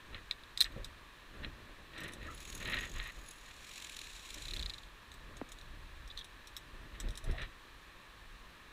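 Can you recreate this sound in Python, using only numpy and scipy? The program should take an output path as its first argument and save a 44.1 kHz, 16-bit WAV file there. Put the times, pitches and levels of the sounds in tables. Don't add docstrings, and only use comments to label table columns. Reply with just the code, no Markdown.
import sys
import numpy as np
from scipy import signal
from scipy.fft import rfft, irfft, next_fast_len
from scipy.io import wavfile

SR = 44100
rng = np.random.default_rng(int(sys.argv[2]) if len(sys.argv) > 2 else 0)


def waveform_to_disk(signal):
    frames = np.transpose(np.atleast_2d(signal))
    scaled = np.clip(frames, -1, 1) * 32767
    samples = np.round(scaled).astype(np.int16)
    wavfile.write(sys.argv[1], SR, samples)


N = 384552
TIME = np.arange(N) / SR

# (time [s], speed [strands/s])
LOOSE_SPEED = [(2.2, 38.8), (2.27, 20.1), (2.42, 42), (2.56, 38.7), (2.8, 46.9), (3.61, 37.3)]
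# (time [s], mean bright tick peak [dB], mean clack peak [dB], grind level [dB])
LOOSE_BEARING = [(2.2, -56, -66, -75), (2.33, -53, -65, -64), (2.39, -44, -62, -58.5),
                 (2.52, -40.5, -60, -56.5), (2.68, -46, -44, -62), (2.95, -48, -60, -61.5),
                 (3.1, -55, -66, -65), (3.42, -55, -64, -63.5), (3.62, -48, -57, -59)]
PUSHED_BEARING = [(3.62, -47, -62, -59), (3.82, -35.5, -54, -54), (3.93, -41, -56, -56),
                  (3.97, -34, -42, -56), (4.12, -47, -46, -54.5), (4.25, -44.5, -47, -55),
                  (4.31, -37, -49, -53.5), (4.57, -39, -31.5, -55), (4.73, -43, -33.5, -62),
                  (4.79, -47, -47, -66), (4.87, -50, -52, -73)]
# (frequency [Hz], relative density [dB])
GRIND_SPECTRUM = [(1200, -18), (2450, 4.5), (3100, 1), (4100, 4.5), (4700, -7), (5800, -2), (6250, -6.5),
                  (6750, 0), (7700, -3), (9000, -10), (10000, -6.5), (11300, -18), (12500, -17),
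                  (13300, -11), (14200, -19), (15200, -24)]


def from_db(db):
    return 10 ** (np.asarray(db) / 20)


def rms_one(x):
    return x / np.sqrt(np.mean(x ** 2) + 1e-20)


def peak_one(x):
    return x / (np.max(np.abs(x)) + 1e-12)


def add(out, s, sound):
    at = max(0, round(s * SR))
    out[at:at + len(sound)] += sound[:N - at]


def level(rows, column=1):
    rows = np.array(rows)
    return from_db(np.interp(TIME, rows[:, 0], rows[:, column], left=-120, right=-120))


def dying(t, t60):
    return np.exp(-np.log(1000) * t / t60)


def colour(x, spectrum):
    size = 2 * next_fast_len(min(len(x), 16384))
    half = size // 2
    hz, db = np.transpose(spectrum)
    f = np.maximum(np.arange(half + 1) * SR / size, 1)
    magnitude = from_db(np.interp(np.log(f), np.log(hz), db))
    cepstrum = irfft(np.log(magnitude), size)
    cepstrum[1:half] *= 2
    cepstrum[half + 1:] = 0
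    response = irfft(np.exp(rfft(cepstrum)), size)[:half]
    return rms_one(signal.oaconvolve(x, response)[:len(x)])


def resonate(x, hz, width):
    return signal.lfilter(*signal.iirpeak(hz, hz / width, SR), x)


def drift(rate):
    return rms_one(np.interp(TIME * rate, np.arange(8000), rng.standard_normal(8000)))


def grains(per_s, spread_db, size=N):
    happens = rng.random(size) < per_s / SR
    sign = rng.choice([-1, 1], size)
    strength = from_db(spread_db * np.clip(rng.standard_normal(size), -2, 2))
    return happens * sign * strength


def struck(modes, t):
    hz, db, t60 = np.transpose(modes)
    signs = (-1) ** np.arange(len(hz))
    gains = from_db(db + 2 * rng.standard_normal(len(hz))) * signs
    tones = np.sin(2 * np.pi * np.outer(hz, t)) * dying(t, t60[:, None])
    return peak_one(gains @ tones)


def swells(column):
    # (time of peak [s], swell time [s], sway rumble [dB], scuffing [dB])
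    move_table = [(0.14, 0.052, -50.5, -56.5), (0.77, 0.1, -48, -58), (1.37, .04, -56, -54.5),
                  (1.45, .05, -43.5, -52.5), (1.66, 0.16, -56, -61.5), (2.04, 0.099, -54.5, -51),
                  (2.26, 0.064, -44, -52), (2.7, .16, -45.5, -50.5), (2.98, 0.05, -41, -57.5),
                  (3.19, 0.046, -50, -60), (4.37, 0.025, -56, -57), (4.56, .1, -43, -56.5),
                  (5.31, 0.095, -49.5, -60), (5.8, 0.29, -51.5, -68.5), (6.83, 0.15, -50.5, -60.5),
                  (7.059, 0.053, -39, -52.5), (7.296, 0.035, -33.5, -50), (7.41, .04, -40.5, -54.5)]
    fade_ratio = 1.26
    moves, t = np.array(move_table), TIME[::64]
    away = (t - moves[:, :1]) / moves[:, 1:2]
    distance = np.sqrt(2) * np.maximum(-away, away / fade_ratio)
    shapes = 1 / np.cosh(np.minimum(distance, 20))
    power = from_db(moves[:, column]) ** 2 @ shapes ** 2
    return np.interp(TIME, t, np.sqrt(power))


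def scuffing():
    fidget_db = -69
    return np.hypot(from_db(fidget_db), swells(3))


def stroke(length):
    t = TIME[:SR // 3]
    return (1 - dying(t, 0.026)) * dying(np.maximum(t - length, 0), 0.05)


def valley():
    # (frequency [Hz], relative density [dB])
    hiss_spectrum = [(40, 13), (130, -2.5), (330, -0.5), (480, -2.5), (780, -4), (1100, 5.5), (1450, -1.5),
                     (1740, 6.5), (2050, -3), (2400, 0.5), (3000, -3.5), (4050, -3), (4700, -12.5),
                     (15000, -23)]
    hiss_db = -56.9
    return from_db(hiss_db) * colour(rng.standard_normal(N), hiss_spectrum)


def wind():
    # (frequency [Hz], relative density [dB])
    rumble_spectrum = [(12, -14.5), (22, 1), (34, 4), (55, -1.5), (80, -8.5), (115, -13), (170, -23),
                       (400, -65)]
    breeze_db, gust_db, gusts_per_s = -62, 3, 8
    breeze = from_db(breeze_db + gust_db * drift(gusts_per_s))
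    air = np.hypot(breeze, swells(2))
    return air * colour(rng.standard_normal(N), rumble_spectrum)


def boot_scuffs():
    # (frequency [Hz], relative density [dB])
    scuff_spectrum = [(25, -34), (60, -3), (110, 5), (200, 1.5), (330, 3), (430, -2.5), (600, -2),
                      (800, -15), (1500, -9.5), (6000, -60)]
    return scuffing() * colour(grains(900, 2.9), scuff_spectrum)


def footfalls():
    # (time [s], peak [dB])
    step_table = [(0.763, -35), (1.447, -44), (5.416, -43), (7.045, -43), (7.08, -42), (7.293, -35.5)]
    # (frequency [Hz], relative density [dB])
    thud_spectrum = [(25, -14), (60, 0), (110, 5), (230, 1), (330, -7), (520, -9), (800, -23), (2000, -32),
                     (6000, -70)]
    out, t = np.zeros(N), TIME[:SR // 8]
    for s, db in step_table:
        slips = grains(3000, 5, len(t)) * dying(t, 0.066)
        add(out, s, from_db(db) * peak_one(colour(slips, thud_spectrum)))
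    return out


def squeaks():
    # (time [s], length [s], pitch [Hz], level [dB])
    squeak_table = [(0.759, 0.05, 520, -57), (2.271, .01, 1750, -47), (2.282, 0.043, 1300, -53),
                    (2.29, 0.016, 1960, -54), (7.234, 0.042, 630, -60), (7.326, 0.04, 654, -53),
                    (7.365, 0.048, 600, -55)]
    out = np.zeros(N)
    for s, length, hz, db in squeak_table:
        envelope = stroke(length)
        slips = rng.standard_normal(len(envelope))
        tone = rms_one(resonate(resonate(slips, hz, 140), hz, 140))
        add(out, s, from_db(db) * envelope * tone)
    return out


def knock():
    knock_s, peak_db = 5.4138, -31.5
    settled_hz, extra_start_hz, fall_t60_s, note_t60_s = 255, 2700, .0068, .024
    out, t = np.zeros(N), TIME[:SR // 16]
    hz = settled_hz + extra_start_hz * dying(t, fall_t60_s)
    swell = (1 - dying(t, 0.03)) * dying(t, note_t60_s)
    note = np.sin(2 * np.pi * np.cumsum(hz) / SR)
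    add(out, knock_s, from_db(peak_db) * peak_one(swell * note))
    return out


def rustling():
    # (time [s], length [s], level [dB])
    stroke_table = [(0.123, 0.063, -56), (0.647, 0.024, -48), (1.43, 0.018, -51), (1.93, 0.06, -55),
                    (1.975, 0.12, -52), (2.205, 0.066, -65), (2.601, 0.031, -45.5), (2.645, 0.045, -43.5),
                    (2.695, 0.03, -47), (2.718, 0.075, -40), (2.806, 0.057, -46.5), (2.944, 0.16, -50),
                    (3.45, 0.06, -59), (6.943, .016, -54.5), (7.288, 0.11, -63), (7.377, 0.038, -49.5),
                    (7.411, 0.042, -47)]
    # (time [s], peak [dB])
    tug_table = [(0.146, -31), (0.3115, -28), (0.657, -35), (1.4471, -27), (2.657, -27), (2.7345, -25),
                 (2.7414, -26), (2.77, -28), (3.0, -27.5), (7.417, -34)]
    # (frequency [Hz], relative density [dB])
    cloth_spectrum = [(600, -18), (900, -6.5), (1300, -0.5), (1550, -1.5), (1870, 10.5), (2150, 1.5),
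                      (2600, 3), (3200, -2.5), (4050, 0), (4450, -20.5), (4900, -17), (9000, -48),
                      (15000, -69)]
    snap_spectrum = [(300, -24), (800, -34), (1200, -2.5), (1870, 0), (2300, 7.5), (3200, 4), (4100, 7.5),
                     (4500, -19), (5000, -33), (15000, -57)]
    case_hz, case_width_hz, case_share = 1866, 28, .45
    rubbing = from_db(-7.5) * scuffing()
    for s, length, db in stroke_table:
        add(rubbing, s, from_db(db) * stroke(length))
    clumps = from_db(1.7 * drift(170))
    out = rubbing * colour(grains(4000, 3.5) * clumps, cloth_spectrum)
    t = TIME[:SR // 32]
    for s, db in tug_table:
        slips = grains(2500, 2, len(t)) * dying(t, .025)
        slips[0] = 3
        add(out, s, from_db(db) * peak_one(colour(slips, snap_spectrum)))
    return out + case_share * resonate(out, case_hz, case_width_hz)


def strand_times(speed):
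    strands_per_s = np.interp(TIME, *np.transpose(speed), left=0, right=0)
    passed = np.cumsum(strands_per_s) / SR
    return TIME[1:][np.diff(np.floor(passed)) > 0]


def cable_song(slips):
    # (frequency [Hz], width [Hz], mean relative level [dB])
    resonances = [(4900, 130, -15), (6680, 150, 0), (7550, 220, -11), (10030, 240, -6), (13260, 170, -9.5),
                  (14280, 120, -23)]
    # (time [s], rms [dB])
    song_level = [(2.2, -78), (2.33, -63.5), (2.52, -56), (2.68, -57), (2.9, -59.5), (3.14, -65.5),
                  (3.28, -61.5), (3.5, -73)]
    song = np.zeros(N)
    for hz, width, db in resonances:
        favour = from_db(db + 2.5 * drift(14))
        song += favour * rms_one(resonate(slips, hz, width))
    sounding = (TIME > song_level[0][0]) & (TIME < song_level[-1][0])
    return level(song_level) * song / np.std(song[sounding])


def sliding():
    burst_t60_s, between_db = .025, -16
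    bursts = np.full(N, from_db(between_db))
    for s in strand_times(LOOSE_SPEED):
        add(bursts, s, dying(TIME[:SR // 16], burst_t60_s))
    slips = bursts * grains(3000, 4) * from_db(2.8 * drift(130))
    grind = colour(grains(7000, 3) * from_db(2 * drift(130)), GRIND_SPECTRUM)
    grind_level = level(LOOSE_BEARING, column=3) + level(PUSHED_BEARING, column=3)
    return cable_song(slips) + grind_level * grind


def clack(db, t):
    # (frequency [Hz], relative level [dB], t60 [s])
    clack_modes = [(1880, -26, 0.058), (2360, -22, 0.0068), (3200, -24, 0.011), (3700, -7, 0.011),
                   (4120, -2.5, 0.011), (4330, -5, 0.0032), (4960, -22.5, 0.024)]
    firm_db, sag_per_db, pitch_scatter = -26, .003, .025
    low_cut_hz = 1700
    sag = sag_per_db * max(firm_db - db, 0)
    pitch = 1 - sag + pitch_scatter * rng.standard_normal() * (db < firm_db)
    modes = [(hz * pitch, mode_db, t60) for hz, mode_db, t60 in clack_modes]
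    r = np.exp(-2 * np.pi * low_cut_hz / SR)
    without_bass = signal.lfilter([1, -2, 1], [1, -2 * r, r * r], struck(modes, t))
    return from_db(db) * peak_one(without_bass)


def strand_ticks(speed, bearing):
    spread_db = 1.8
    out, t = np.zeros(N), TIME[:SR // 16]
    release = dying(np.maximum(t - .004, 0), .016) + from_db(-17) * dying(t, .05)
    contact = (1 - dying(t, .005)) * release
    when, bright_db, clack_db, _ = np.transpose(bearing)
    for s in strand_times(speed):
        tick_db = np.interp(s, when, bright_db) + spread_db * rng.standard_normal()
        landing_db = np.interp(s, when, clack_db) + spread_db * rng.standard_normal()
        spectrum = [(hz, db + 2 * rng.standard_normal()) for hz, db in GRIND_SPECTRUM]
        chatter = peak_one(colour(grains(12000, 2, len(t)) * contact, spectrum))
        add(out, s, from_db(tick_db) * chatter)
        for delay in (0, rng.uniform(0.00196, 0.0061)):
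            add(out, s + delay, clack(landing_db, t))
    return out


def rattles():
    # (time [s], length [s], rms [dB])
    rattle_table = [(0.317, 0.017, -53), (0.589, 0.016, -49), (0.613, 0.0099, -36), (6.1, 0.015, -52),
                    (6.17, 0.05, -50.5)]
    out = np.zeros(N)
    for s, length, db in rattle_table:
        bounces = grains(1500, 5.5, max(int(length * SR), 300))
        one_clack = clack(db + 10, TIME[:SR // 64])
        add(out, s, from_db(db) * rms_one(np.convolve(bounces, one_clack)))
    return out


def ring(hz, t, t60):
    split = rng.uniform(40, 140)
    pair = np.sin(2 * np.pi * hz * t) + .5 * np.sin(2 * np.pi * (hz + split) * t)
    return pair * dying(t, t60)


def clinks():
    # (time [s], clack peak [dB], splash reference level [dB], favoured ring [Hz], second ring [Hz])
    blow_table = [(0.311, -20, -60.5, 4870, 8570), (0.4355, -44, -75, 4900, 9870),
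                  (0.575, -24, -51, 5000, 8400), (0.606, -14, -38.5, 8600, 5170),
                  (0.6117, -10.5, -44.5, 9720, 5200), (0.6197, -29, -45, 8400, 7870),
                  (0.6432, -26, -56, 4940, 8680), (0.7214, -56, -71, 13400, 6650),
                  (0.845, -34, -54, 4950, 8570), (1.98, -51, -62.5, 8450, 5630),
                  (2.004, -45, -61, 13400, 5800), (2.0352, -54, -58, 9950, 7750),
                  (2.0804, -56, -60.5, 9970, 13400), (2.1214, -52, -64, 10000, 5400),
                  (2.135, -56, -58, 9900, 8450), (3.039, -48, -63, 10200, 5070),
                  (5.1166, -44, -65, 6600, 8200), (5.1402, -48, -66, 7920, 14400),
                  (5.3685, -49, -61.5, 6600, 8500), (5.489, -58, -65, 6600, 8740),
                  (5.5188, -54, -57, 6800, 9400), (5.5867, -44, -68, 6770, 8650),
                  (5.6124, -43, -67.5, 5600, 8550), (6.076, -46, -64.5, 5510, 8600),
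                  (6.1749, -33, -60, 6150, 8100), (6.1898, -36, -63, 5890, 8700),
                  (6.2442, -47, -62, 9690, 8180), (6.472, -42, -60, 5570, 10000),
                  (6.566, -37, -51, 5440, 13300), (7.001, -52, -49, 7740, 6000),
                  (7.086, -40, -63, 5230, 8500), (7.106, -44, -63.5, 5750, 8640),
                  (7.154, -40, -62.5, 5410, 8900), (7.1747, -36, -53, 9700, 7400),
                  (7.241, -57, -60, 10000, 5860), (7.3126, -48, -62.5, 5390, 9500),
                  (7.418, -57, -65, 5830, 8550)]
    # (frequency [Hz], relative density [dB])
    splash_spectrum = [(700, -24), (1700, -2), (2800, -7), (3900, 8.5), (4700, -24), (5600, -1),
                       (7000, -5.5), (8000, -5.5), (9800, -6), (11000, -18), (12400, -17), (13200, -5),
                       (14000, -18), (15000, -21)]
    # (frequency [Hz], relative level [dB], t60 [s])
    carabiner_modes = [(1870, -5, 0.29), (3760, -5, 0.06), (3800, -20, 0.14), (4130, -3, 0.056),
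                       (4414, -12, .07), (5160, 5, 0.065), (5640, -24, 0.073), (7830, 3, 0.12),
                       (8300, -6, 0.058), (9100, -11, 0.097), (9460, -19, 0.029), (13600, -5, 0.048),
                       (14400, -30, .1)]
    ring_db, second_ring_db, ring_t60_s = 6.5, 1.5, 0.043
    out, t = np.zeros(N), TIME[:SR // 6]
    splash_decay = dying(t, 0.065) + from_db(-10) * dying(t, 0.088)
    for s, clack_db, splash_db, ring_hz, second_hz in blow_table:
        hardness_db = max(splash_db + 47, 0)
        spectrum = [(hz, db + hardness_db * (hz > 10500)) for hz, db in splash_spectrum]
        modes = [(hz, db + hardness_db * (hz > 10500), t60) for hz, db, t60 in carabiner_modes]
        splash = colour(rng.standard_normal(len(t)), spectrum) * splash_decay
        rings = from_db(ring_db) * ring(ring_hz, t, ring_t60_s)
        rings += from_db(second_ring_db) * ring(second_hz, t, ring_t60_s)
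        bright = from_db(5.5) * splash + from_db(3.5) * struck(modes, t) + rings
        add(out, s, clack(clack_db, t) + from_db(splash_db) * bright)
    return out


def scene():
    # (time [s], speed [strands/s])
    pushed_speed = [(3.62, 41), (3.78, 48), (3.89, 37.7), (3.96, 45.2), (4.1, 30.3), (4.17, 33.5),
                    (4.25, 26), (4.41, 25.3), (4.49, 38.7), (4.84, 17.5)]
    body = wind() + boot_scuffs() + footfalls() + squeaks() + knock() + rustling()
    ticks = strand_ticks(LOOSE_SPEED, LOOSE_BEARING) + strand_ticks(pushed_speed, PUSHED_BEARING)
    metal = sliding() + ticks + rattles() + clinks()
    return (valley() + body + metal)[None]


def record(dry):
    cutoff_hz = 15500
    low_pass = signal.ellip(10, .2, 80, cutoff_hz, fs=SR, output="sos")
    return signal.sosfilt(low_pass, dry)


dry = scene()
out = record(dry)
waveform_to_disk(out)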